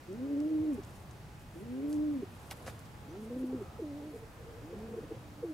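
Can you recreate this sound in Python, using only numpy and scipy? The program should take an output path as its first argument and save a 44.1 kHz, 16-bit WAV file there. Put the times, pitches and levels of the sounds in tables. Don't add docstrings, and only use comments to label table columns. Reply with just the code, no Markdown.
import sys
import numpy as np
from scipy import signal
from scipy.fft import rfft, irfft
from scipy.io import wavfile
from scipy.ndimage import uniform_filter1d

SR = 44100
rng = np.random.default_rng(int(sys.argv[2]) if len(sys.argv) > 2 else 0)


def voltage_ratio(decibels):
    exponent = np.asarray(decibels, float) / 20
    return 10 ** exponent


def put_to_file(sound):
    columns = np.atleast_2d(sound).T
    safe = np.clip(columns, -1, 1)
    whole_steps = np.round(safe * 32767)
    wavfile.write(sys.argv[1], SR, whole_steps.astype(np.int16))


N = 243873
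T = np.arange(N) / SR


def walk(rate):
    hold = int(SR / rate)
    steps = np.repeat(rng.standard_normal(N // hold + 1), hold)
    return np.sqrt(2) * uniform_filter1d(uniform_filter1d(steps, hold), hold)[:N]


def hump(t, middle, length):
    return np.cos(np.pi * np.clip((t - middle) / length, -.5, .5)) ** 2


def swells(table):
    return sum(change * hump(T, middle, length) for middle, change, length in table)


def band(x, hz, width_hz):
    peak = signal.iirpeak(hz, max(hz / width_hz, .3), SR)
    return signal.lfilter(*peak, signal.lfilter(*peak, x))


# f/Hz, density level/dB per Hz
YARD = [(15, -36), (25, -8), (110, 3), (199, -4.5), (268, -8.5), (314, -8), (370, -11.5), (554, -13),
        (600, -12.5), (668, -14), (725, -13.5), (1210, -18.5), (3750, -29.5), (11900, -37), (15600, -38.5)]
# f/Hz, side minus mid level/dB
YARD_SIDE = [(25, -6.5), (60, -11), (125, -15), (250, -17), (400, -12), (700, -6), (1300, -2.5), (2400, -3),
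             (4400, -3.5), (8000, -6.5), (11000, -8)]
# middle t/s, level/dB, length/s
RUMBLE = [(.01, -5, 0.31), (.3, -3.5, 0.38), (.58, 4, 0.05), (1.5, 2.5, 0.18), (3.73, -5, .06),
          (5.11, -3, .08), (4.52, 0.5, 0.093), (1.99, 3.5, 0.33), (2.58, -5.5, 0.13), (3.29, 3, 0.1),
          (3.325, -8, 0.04), (3.42, 5, 0.059), (3.47, -9, 0.08), (3.75, -1, 0.08), (4.34, -5, 0.1),
          (4.45, 3.5, .15), (5.45, 1.5, .1), (4.65, 1.5, 0.85), (5.11, 3, 0.21), (5.35, -2, 0.16),
          (5.52, -6, 0.11)]
# middle t/s, level/dB, length/s
PASSES = [
    (0.81, 1.5, 0.44),
    (1.96, 0.5, 1),
    (2.64, 2.5, 0.48),
    (3.57, 1, 0.24),
    (1.43, -2, 0.61),
    (1.02, -0.5, .3),
]
PASS_BASS = 0.28


def yard(level_db=-50, flicker_db=1.15, rumble_hz=170, hiss_hz=3000):
    log_hz = np.log(np.maximum(np.fft.rfftfreq(N, 1 / SR), 1))
    yard_hz, yard_db = np.transpose(YARD)
    side_hz, side_db = np.transpose(YARD_SIDE)
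    mid = rfft(rng.standard_normal(N)) * voltage_ratio(np.interp(log_hz, np.log(yard_hz), yard_db, left=-90))
    random_phase = np.exp(2j * np.pi * rng.random(len(log_hz)))
    side = np.abs(mid) * random_phase * voltage_ratio(np.interp(log_hz, np.log(side_hz), side_db))
    air_db = swells(PASSES)
    rumble_db = swells(RUMBLE) + PASS_BASS * air_db
    out, step = 0, np.log(2) / 2
    for centre in np.arange(np.log(16), np.log(SR / 2), step):
        share = np.clip(1 - np.abs(log_hz - centre) / step, 0, 1)
        hz = np.exp(centre)
        bass = 1 / (1 + (hz / rumble_hz) ** 4)
        db = bass * (rumble_db - rumble_db.mean())
        db += flicker_db * walk(8) / (1 + hz / hiss_hz)
        db += (1 - bass) / (1 + (hz / hiss_hz) ** 2) * (air_db - air_db.mean())
        out = out + voltage_ratio(db) * irfft(share * np.array([mid + side, mid - side]), N)
    return out * voltage_ratio(level_db) / out.mean(axis=0).std()


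# f/Hz, level/dB rms
WHINE = [
    (841, -72),
    (2526, -82),
]


def whine(patchy_db=3.5):
    ports = np.array([[.55], [-.55]])
    out = 0
    for hz, db in WHINE:
        out = out + np.sqrt(2) * voltage_ratio(db + patchy_db * walk(12)) * np.sin(2 * np.pi * hz * T + ports)
    return out


# middle t/s, change/%, length/s
WAVERS = [(.13, -3, .03), (.165, 3, .04), (.21, -2, .03), (.26, 1.5, .06), (.36, -3, .06), (.45, -1, .06),
          (.59, -1, .03), (.63, 2.5, 0.061), (.69, 1.5, .03), (.73, -2, .025), (1.64, 6, .09),
          (1.84, 1.8, 0.076), (1.94, 1.5, .025), (1.98, -1.78, 0.073), (2.04, 1.5, 0.056),
          (2.13, -1.5, .07), (2.2, 3, .025), (3.19, 3, .04), (3.23, 4, .03), (3.25, -2, .025),
          (3.31, 5, 0.029), (3.37, 2, .025), (3.43, 2, .03), (3.87, -1.5, .03), (3.94, -1.5, .04),
          (4.02, -3.5, .06), (4.85, 3, .03), (4.89, -5, .03), (4.93, -2, .025)]
# pitch f/Hz, octave level/dB
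OCTAVE = [(135, -49.5), (165, -46.5), (192, -45.5), (235, -50), (300, -53.5), (350, -69)]
# middle t/s, level/dB, length/s
CATCHES = [(.145, 3, .03), (0.172, -4, 0.03), (3.6, -1, 0.021), (1.7, 2, 0.036), (.282, -4.5, 0.061),
           (0.318, 0, 0.031), (.498, -2.5, 0.049), (0.66, -3, 0.011), (.635, 1, .04), (.74, -3, 0.019),
           (1.815, -3.5, 0.037), (1.85, 1.5, 0.034), (2.142, -4, 0.057), (2.184, -8, .018),
           (3.3, -5, 0.018), (3.365, 0.5, 0.021), (3.378, -3, .015), (3.455, -2, 0.025), (3.484, -4, .01),
           (.35, -2, .04), (.52, 1, .04), (.19, -2, .025), (1.74, -1, .025), (1.76, 1, .025),
           (3.21, 0, .025), (3.87, 2, .025), (4.77, 3, .03), (3.477, 0.5, 0.028), (3.564, 1.5, 0.013),
           (3.843, 5.5, 0.027), (4.015, -3, 0.036), (4.095, 0, .03), (4.128, -3, 0.018)]
OCTAVE_CATCH = 0.98
# middle t/s, level/dB, length/s
BREAKS = [(0.148, -5.5, 0.042), (.71, 1.5, .05), (2.12, -4, .05), (2.15, 5, .04), (3.94, -1, 0.053),
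          (.176, -8, 0.019), (0.079, -8, .03), (1.545, -8, 0.033), (1.565, 3, .04), (1.595, -6, 0.019),
          (1.645, -9, .035), (1.7, -3, .06), (1.97, -2, .08), (2.05, 2, .06), (3.83, 8, .04),
          (3.59, 3, .04), (5.455, 9, .04), (5.49, -8, .04), (4.5, 0.5, .06), (4.56, 1, 0.054),
          (.77, -8, .04), (4.88, -6, .05), (.115, 1, 0.051), (.505, -5, .03), (.632, -14, 0.034),
          (.74, -4, 0.063), (2.18, 0, 0.021), (3.12, -3, 0.057), (3.292, -15, 0.03), (3.32, 6.5, 0.06),
          (3.365, 2, .03), (1.8, -1, .05), (.35, -2, .05), (4.82, 1, .05), (3.085, -7, .06),
          (3.17, 3.5, .05), (5.51, -4, .03), (3.39, -8, .025), (4.12, -8, 0.14), (4.785, -6, .04),
          (4.84, 4.5, 0.051), (4.67, 0.5, 0.09)]
# from t/s, to t/s, level/dB
DOUBLING = [
    (0.223, 0.395, -50.5),
    (0.476, 0.598, -53),
    (0.602, .665, -50.5),
    (1.724, 1.91, -50),
]


def coo(track, lead, shimmer_db, octave_gain_db, wobble=0.006, fade_s=0.018):
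    s, hz, effort_db = np.transpose(track)
    hz = np.interp(T, s, hz) * (1 + swells(WAVERS) / 100)
    catch_db = swells(CATCHES)
    octave_db = np.interp(hz, *np.transpose(OCTAVE)) + octave_gain_db + (0.75 + shimmer_db) * walk(40)
    octave_db += OCTAVE_CATCH * catch_db + swells(BREAKS)
    phase = 2 * np.pi * np.cumsum(hz * (1 + wobble * walk(60))) / SR
    gate = np.clip(np.minimum(T - s[0] + fade_s, s[-1] + fade_s - T) / fade_s, 0, 1)
    ports = np.array([[lead], [-lead]]) / 2
    first_db = np.interp(T, s, effort_db) + shimmer_db * walk(60) + catch_db
    half = sum(voltage_ratio(db) * hump(T, (a + b) / 2, b - a) ** 0.16 for a, b, db in DOUBLING)
    tone = voltage_ratio(first_db) * np.sin(phase + ports)
    tone += voltage_ratio(octave_db) * np.sin(2 * phase + 1 + 0.93 * ports)
    tone += voltage_ratio(octave_db - 16.5 - 0.14 * (hz - 178)) * np.sin(3 * phase + 1.2 * ports)
    tone += half * voltage_ratio(1.5 * walk(40)) * np.sin(3 * phase / 2 + .3 * walk(40) + ports)
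    return np.sqrt(2) * gate * tone


# t/s, pitch f/Hz, effort level/dB
ARCHED = [
    [(.088, 176.8, -56), (.118, 191.3, -52), (.2, 252.1, -39), (.282, 284, -34.5), (.37, 289.3, -32),
     (.5, 316, -31.5), (.7, 303.7, -31.5), (.728, 269.8, -32.5), (.765, 223, -43)],
    [(1.555, 160.4, -76), (1.625, 197.3, -45.5), (1.666, 234.8, -50), (1.724, 248.8, -38.5),
     (1.893, 298.5, -34.5), (2.005, 302, -31), (2.14, 292.3, -31.5), (2.19, 249.7, -35.5),
     (2.205, 234, -40.5)],
]
# t/s, pitch f/Hz, effort level/dB
LANDED = [
    [(3.07, 126.3, -72), (3.156, 191.8, -60), (3.184, 203.9, -47.5), (3.274, 225.5, -48.5),
     (3.388, 258, -36), (3.48, 252, -37), (3.553, 258, -36), (3.575, 245.3, -42.5), (3.6, 214, -50)],
    [(4.63, 140, -73), (4.69, 168.8, -75), (4.745, 190.4, -59), (4.775, 208.3, -49), (4.83, 216.7, -47),
     (4.88, 224.8, -50), (4.93, 216.3, -46), (4.96, 219, -52)],
]
# t/s, pitch f/Hz, effort level/dB
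FALLING = [
    [(3.822, 340, -52), (3.834, 320, -46), (3.85, 302, -42.5), (3.925, 283.3, -43.5), (4.081, 307.8, -45),
     (4.112, 300, -45.5), (4.13, 282, -52), (4.15, 266, -56.5)],
    [(5.445, 350, -39.5), (5.459, 345, -41), (5.485, 322, -42.5), (5.505, 313, -37.5), (5.53, 300, -46)],
]
# t/s, pitch f/Hz, effort level/dB
FAR = [
    [(4.47, 233.3, -88), (4.5, 234.6, -89), (4.548, 222.5, -90), (4.58, 241, -90), (4.6, 228, -95)],
    [(5.17, 294.6, -62), (5.27, 296, -58.5), (5.42, 297, -55.5)],
]
# left port leads phase/rad, shimmer/dB, octave gain/dB
VOICES = [
    (0.61, 1, 1),
    (0.8, .5, -1.5),
    (0.12, 1.2, -2),
    (-0.0023, 1.5, -3),
    (-0.11, -0.2, -3),
    (-.1, 0.5, 0.5),
    (-0.028, 1, -5),
    (-.052, 0.5, -28),
]


def coos():
    tracks = ARCHED + LANDED + FALLING + FAR
    return sum(coo(track, *voice) for track, voice in zip(tracks, VOICES))


# t/s, peak level/dB, centre f/Hz, ring/s, left minus right level/dB
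TICKS = [(0.129, -49, 8000, 0.0015, -2), (0.403, -46, 5300, 0.0018, -5), (0.733, -49, 9800, 0.0015, 1),
         (0.835, -50, 4800, 0.004, -3), (0.848, -47, 8120, 0.002, 2), (1.1098, -50, 6280, 0.0048, 0.0),
         (1.9287, -46, 11000, 0.00037, -1), (1.9428, -46, 8000, 0.0015, -0.5),
         (2.793, -45.5, 11500, 0.0016, 14), (2.8538, -56, 5680, 0.0015, 0),
         (3.3861, -58, 11700, 0.0015, -1.0), (3.623, -55, 5710, 0.0015, 2),
         (4.1464, -54, 7810, 0.0015, -0.5), (4.7889, -51, 8800, 0.0015, -0.5)]
# t/s, peak level/dB, centre f/Hz, ring/s, left minus right level/dB
CLAP = [
    (2.5107, -37, 2000, .003, 0),
    (2.5108, -39, 9000, .003, 0),
]


def ticks(width=1.1):
    out, t = np.zeros((2, N + SR)), np.arange(SR // 20) / SR
    for s, db, hz, ring_s, pan_db in TICKS + CLAP:
        burst = rng.standard_normal(len(t)) * np.exp(-t / max(ring_s, .0002))
        burst = band(burst, hz, width * hz)
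        burst *= voltage_ratio(db) / np.abs(burst).max()
        start = int(s * SR)
        out[:, start:start + len(t)] += np.outer(voltage_ratio(np.array([pan_db, -pan_db]) / 2), burst)
    return np.array([out[0, :N], np.roll(out[1], 1)[:N]])


def grains(table, grain_db, wide, rate, edge, wide_hz):
    out = np.zeros((2, N))
    for middle, length, db, hz, width_hz in table:
        at = np.flatnonzero(np.abs(T - middle) < length / 2)
        mid, side = band(rng.standard_normal((2, SR)), hz, 1.3 * width_hz)[:, -len(at):]
        spread = wide * min(hz / wide_hz, 1) * np.outer([1, -1], side)
        out[:, at] += voltage_ratio(db) / mid.std() * hump(T[at], middle, length) ** edge * (mid + spread)
    return out * voltage_ratio(grain_db * walk(rate))


# middle t/s, length/s, level/dB rms, centre f/Hz, width f/Hz
MURMUR = [
    (.45, 0.62, -56.5, 417, 200),
    (1.9, 0.63, -60.5, 417, 202),
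    (3.4, 0.84, -59, 402, 250),
    (4.0, 0.66, -61, 417, 250),
    (4.5, .3, -59.5, 457, 200),
    (4.9, 0.54, -55, 376, 298),
    (5.2, 0.41, -65, 448, 300),
]


def murmur():
    return grains(MURMUR, grain_db=-0.5, wide=0.3, rate=38, edge=0.21, wide_hz=300)


# middle t/s, peak level/dB, first f/Hz, length/s
PLUNGES = [(.617, -40, 120, .06), (3.534, -34.5, 452, .02), (4.755, -43, 440, .03), (.648, -41, 396, .017),
           (.652, -50, 640, .014), (.808, -45, 330, .02), (3.443, -35, 381, 0.027),
           (3.549, -35.5, 410, 0.022), (3.801, -36.5, 513, 0.032), (3.826, -34.5, 403, .026),
           (4.143, -44.5, 522, 0.044), (4.162, -39, 515, 0.04), (4.975, -39, 417, 0.04),
           (5.01, -44.5, 283, 0.032), (5.439, -32, 536, 0.04)]
# middle t/s, peak level/dB, first f/Hz, length/s
GURGLES = [(.752, -49, 512, 0.033), (3.368, -42.5, 300, 0.0377), (3.432, -42.5, 484, 0.021),
           (4.736, -37, 477, 0.034), (4.9, -43, 490, 0.036), (3.37, -45, 522, .022), (.775, -46, 230, .03),
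           (3.51, -55.5, 836, .06), (3.585, -47, 500, 0.031), (3.606, -44, 400, .014),
           (4.47, -54, 470, .05), (4.53, -52, 463, .05), (4.575, -51, 480, 0.038), (4.986, -35, 462, 0.041),
           (5.045, -44.5, 310, .04), (5.119, -38.5, 468, 0.049), (5.12, -37, 338, 0.03),
           (5.17, -52, 333, 0.035)]
# middle t/s, peak level/dB, first f/Hz, length/s
LIFTS = [(3.09, -50, 316, 0.05), (3.11, -67, 5900, 0.045), (4.05, -54, 440, .054), (4.195, -50, 426, 0.07),
         (4.215, -52, 435, .06), (4.405, -53, 455, .06), (4.785, -50, 500, .025), (4.015, -56, 445, .04),
         (4.24, -46.5, 442.5, .055), (4.6, -56, 580, 0.076), (4.72, -52, 518, .08),
         (4.795, -53.5, 670, .05), (4.941, -38, 456, 0.043), (5.038, -43, 486, 0.026),
         (5.148, -44, 475, .02), (5.172, -50, 520, 0.026)]
PLUNGE_FALL, GURGLE_FALL, LIFT_RISE = 0.25, 0.068, 0.031
# middle t/s, pitch f/Hz, octave level/dB, half line level/dB
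GULPS = [
    (.79, 211.4, -34.5, -40.5),
    (2.232, 208.8, -34.5, -41.5),
    (3.62, 208, -35, -50),
]
GULP_S, GULP_FIRST_DB, GULP_FALL = .037, -46.5, 0.11


def throat_notes():
    rows = []
    for table, fall in [(PLUNGES, PLUNGE_FALL), (GURGLES, GURGLE_FALL), (LIFTS, -LIFT_RISE)]:
        for s, db, hz, length in table:
            rows.append((s, db, hz, hz * (1 - fall), length))
    for s, hz, octave_db, half_db in GULPS:
        for multiple, db in [(1, GULP_FIRST_DB), (3 / 2, half_db), (2, octave_db)]:
            rows.append((s, db, multiple * hz, multiple * hz * (1 - GULP_FALL), GULP_S))
    return rows


def gurgles(rough_db=1.0, wobble=.015):
    out, rough, shake = np.zeros(N), voltage_ratio(rough_db * walk(180)), 1 + wobble * walk(150)
    for middle, db, first_hz, last_hz, length in throat_notes():
        at = np.flatnonzero(np.abs(T - middle) < length / 2)
        hz = np.linspace(first_hz, last_hz, len(at))
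        if first_hz < 1000:
            hz = hz * shake[at]
        out[at] += voltage_ratio(db) * hump(T[at], middle, length) * np.sin(2 * np.pi * np.cumsum(hz) / SR)
    return out * rough


# middle t/s, length/s, level/dB rms, centre f/Hz,
# width f/Hz
RUSTLES = [(.742, 0.033, -66, 9000, 6000), (.95, 0.22, -69, 8950, 8040), (1.41, 0.054, -69, 9000, 7000),
           (1.58, 0.1, -69.5, 10000, 6000), (1.895, 0.036, -65, 11500, 1000), (1.93, 0.13, -65, 8900, 8000),
           (2.55, 0.61, -67.5, 10000, 9000), (3.235, 0.084, -68, 10000, 6000),
           (3.4, 0.05, -68, 10500, 5000), (3.47, .03, -69, 10500, 5000), (4.1, 0.038, -73, 11000, 4020),
           (4.175, 0.06, -66.5, 10000, 6000), (3.66, .3, -62, 1260, 199), (3.62, 0.02, -70, 8000, 8000),
           (5.15, 0.041, -64, 1980, 1500)]


def rustles():
    return grains(RUSTLES, grain_db=2.5, wide=0.43, rate=250, edge=0.38, wide_hz=1000)


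# t/s, peak level/dB, centre f/Hz
SNAPS = [(1.9287, -32, 7000), (1.9292, -40, 4500), (1.9305, -48, 9500), (1.9318, -45, 6000),
         (1.9327, -47, 6000), (1.9347, -49, 8000), (1.9365, -49, 5000), (2.5055, -44, 3500),
         (2.5058, -45, 12000), (2.5066, -47, 7000), (2.5078, -46, 4000), (2.5090, -48, 9000),
         (2.5106, -29, 6000), (2.5113, -31, 2500), (2.5115, -32, 8000), (2.5124, -33, 6000),
         (2.5126, -37, 11000), (2.5131, -38, 2200), (2.5141, -34, 4500), (2.5157, -41, 12000),
         (2.5173, -38, 12000), (2.5178, -39, 1500), (2.5203, -40, 4500), (2.5221, -40, 2500),
         (2.5250, -43, 3000), (2.6635, -44, 3200), (2.6641, -45, 4500), (2.6666, -37, 600),
         (2.6710, -41, 450), (2.6730, -41, 1200), (2.6748, -40, 350), (2.6770, -39, 2500),
         (2.6788, -38, 900), (2.6797, -31.5, 600), (2.6825, -41, 1500), (2.6835, -39, 500),
         (2.6850, -38, 1000), (2.6868, -39, 450), (2.6912, -43, 1300), (2.6955, -44, 1800),
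         (2.6997, -44, 2500), (.8335, -50, 5000), (.839, -50, 3500), (.847, -51, 7000), (2.7918, -49, 4600),
         (3.228, -50, 11000), (4.172, -51, 10000), (.4032, -47, 5200)]


def snaps(width=1.2):
    out, click = np.zeros(N), 1. * (np.arange(SR // 50) == 0)
    for k, (s, db, hz) in enumerate(SNAPS):
        ring = band(click, hz, width * hz)
        sign = (-1) ** (k + 1)
        start = int(s * SR)
        out[start:start + len(ring)] += sign * voltage_ratio(db) * ring / np.abs(ring).max()
    return np.array([out, np.roll(out, 1)])


# middle t/s, length/s, level/dB rms, centre f/Hz, width f/Hz
WINGS = [(2.43, .07, -66, 1500, 1500), (2.521, .022, -52, 2200, 3000), (2.522, .036, -57.5, 8500, 10000),
         (2.522, .024, -51, 1000, 1000), (2.517, .016, -51, 500, 500), (2.519, .028, -55, 13000, 4000),
         (2.677, .036, -54, 5500, 4500), (2.679, .03, -52, 300, 250), (2.683, .045, -52, 1600, 1000),
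         (2.692, .06, -59, 4000, 7000), (2.684, .05, -60, 11000, 7000), (2.798, .02, -66, 10500, 7000),
         (2.86, .04, -66, 4000, 5000), (3.15, .05, -58, 750, 600)]


def wings():
    return grains(WINGS, grain_db=1.6, wide=.4, rate=900, edge=.4, wide_hz=2000)


def capsule(x, corner_hz=13300, shelf_db=-8):
    dull = signal.sosfiltfilt(signal.butter(6, corner_hz, fs=SR, output="sos"), x)
    return dull + voltage_ratio(shelf_db) * (x - dull)


def loft(x, db, t60_s):
    t = np.arange(SR // 3) / SR
    tail = rng.standard_normal((2, len(t))) * np.exp(-np.log(1000) * t / t60_s) * (t > .004)
    tail *= voltage_ratio(db) / np.sqrt((tail ** 2).sum(axis=1, keepdims=True))
    return x + signal.fftconvolve(x, tail, axes=1)[:, :N]


def scene():
    background = yard() + whine()
    voices = coos() + gurgles()
    moves = capsule(ticks() + rustles() + snaps() + wings())
    birds = loft(voices, db=-24, t60_s=.3) + loft(moves, db=-15, t60_s=.15)
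    return birds + murmur() + background


def top_cut(x):
    return signal.sosfilt(signal.butter(12, 15770, fs=SR, output="sos"), x)


def record(dry, top_hz=15750, mono_hz=11900):
    left, right = dry * voltage_ratio(np.array([[-.2], [.2]]))
    mid = signal.sosfiltfilt(signal.ellip(8, .1, 50, top_hz, fs=SR, output="sos"), left + right) / 2
    side = signal.sosfiltfilt(signal.butter(8, mono_hz, fs=SR, output="sos"), left - right) / 2
    return top_cut(np.array([mid + side, mid - side]))


dry = scene()
out = record(dry)
put_to_file(out)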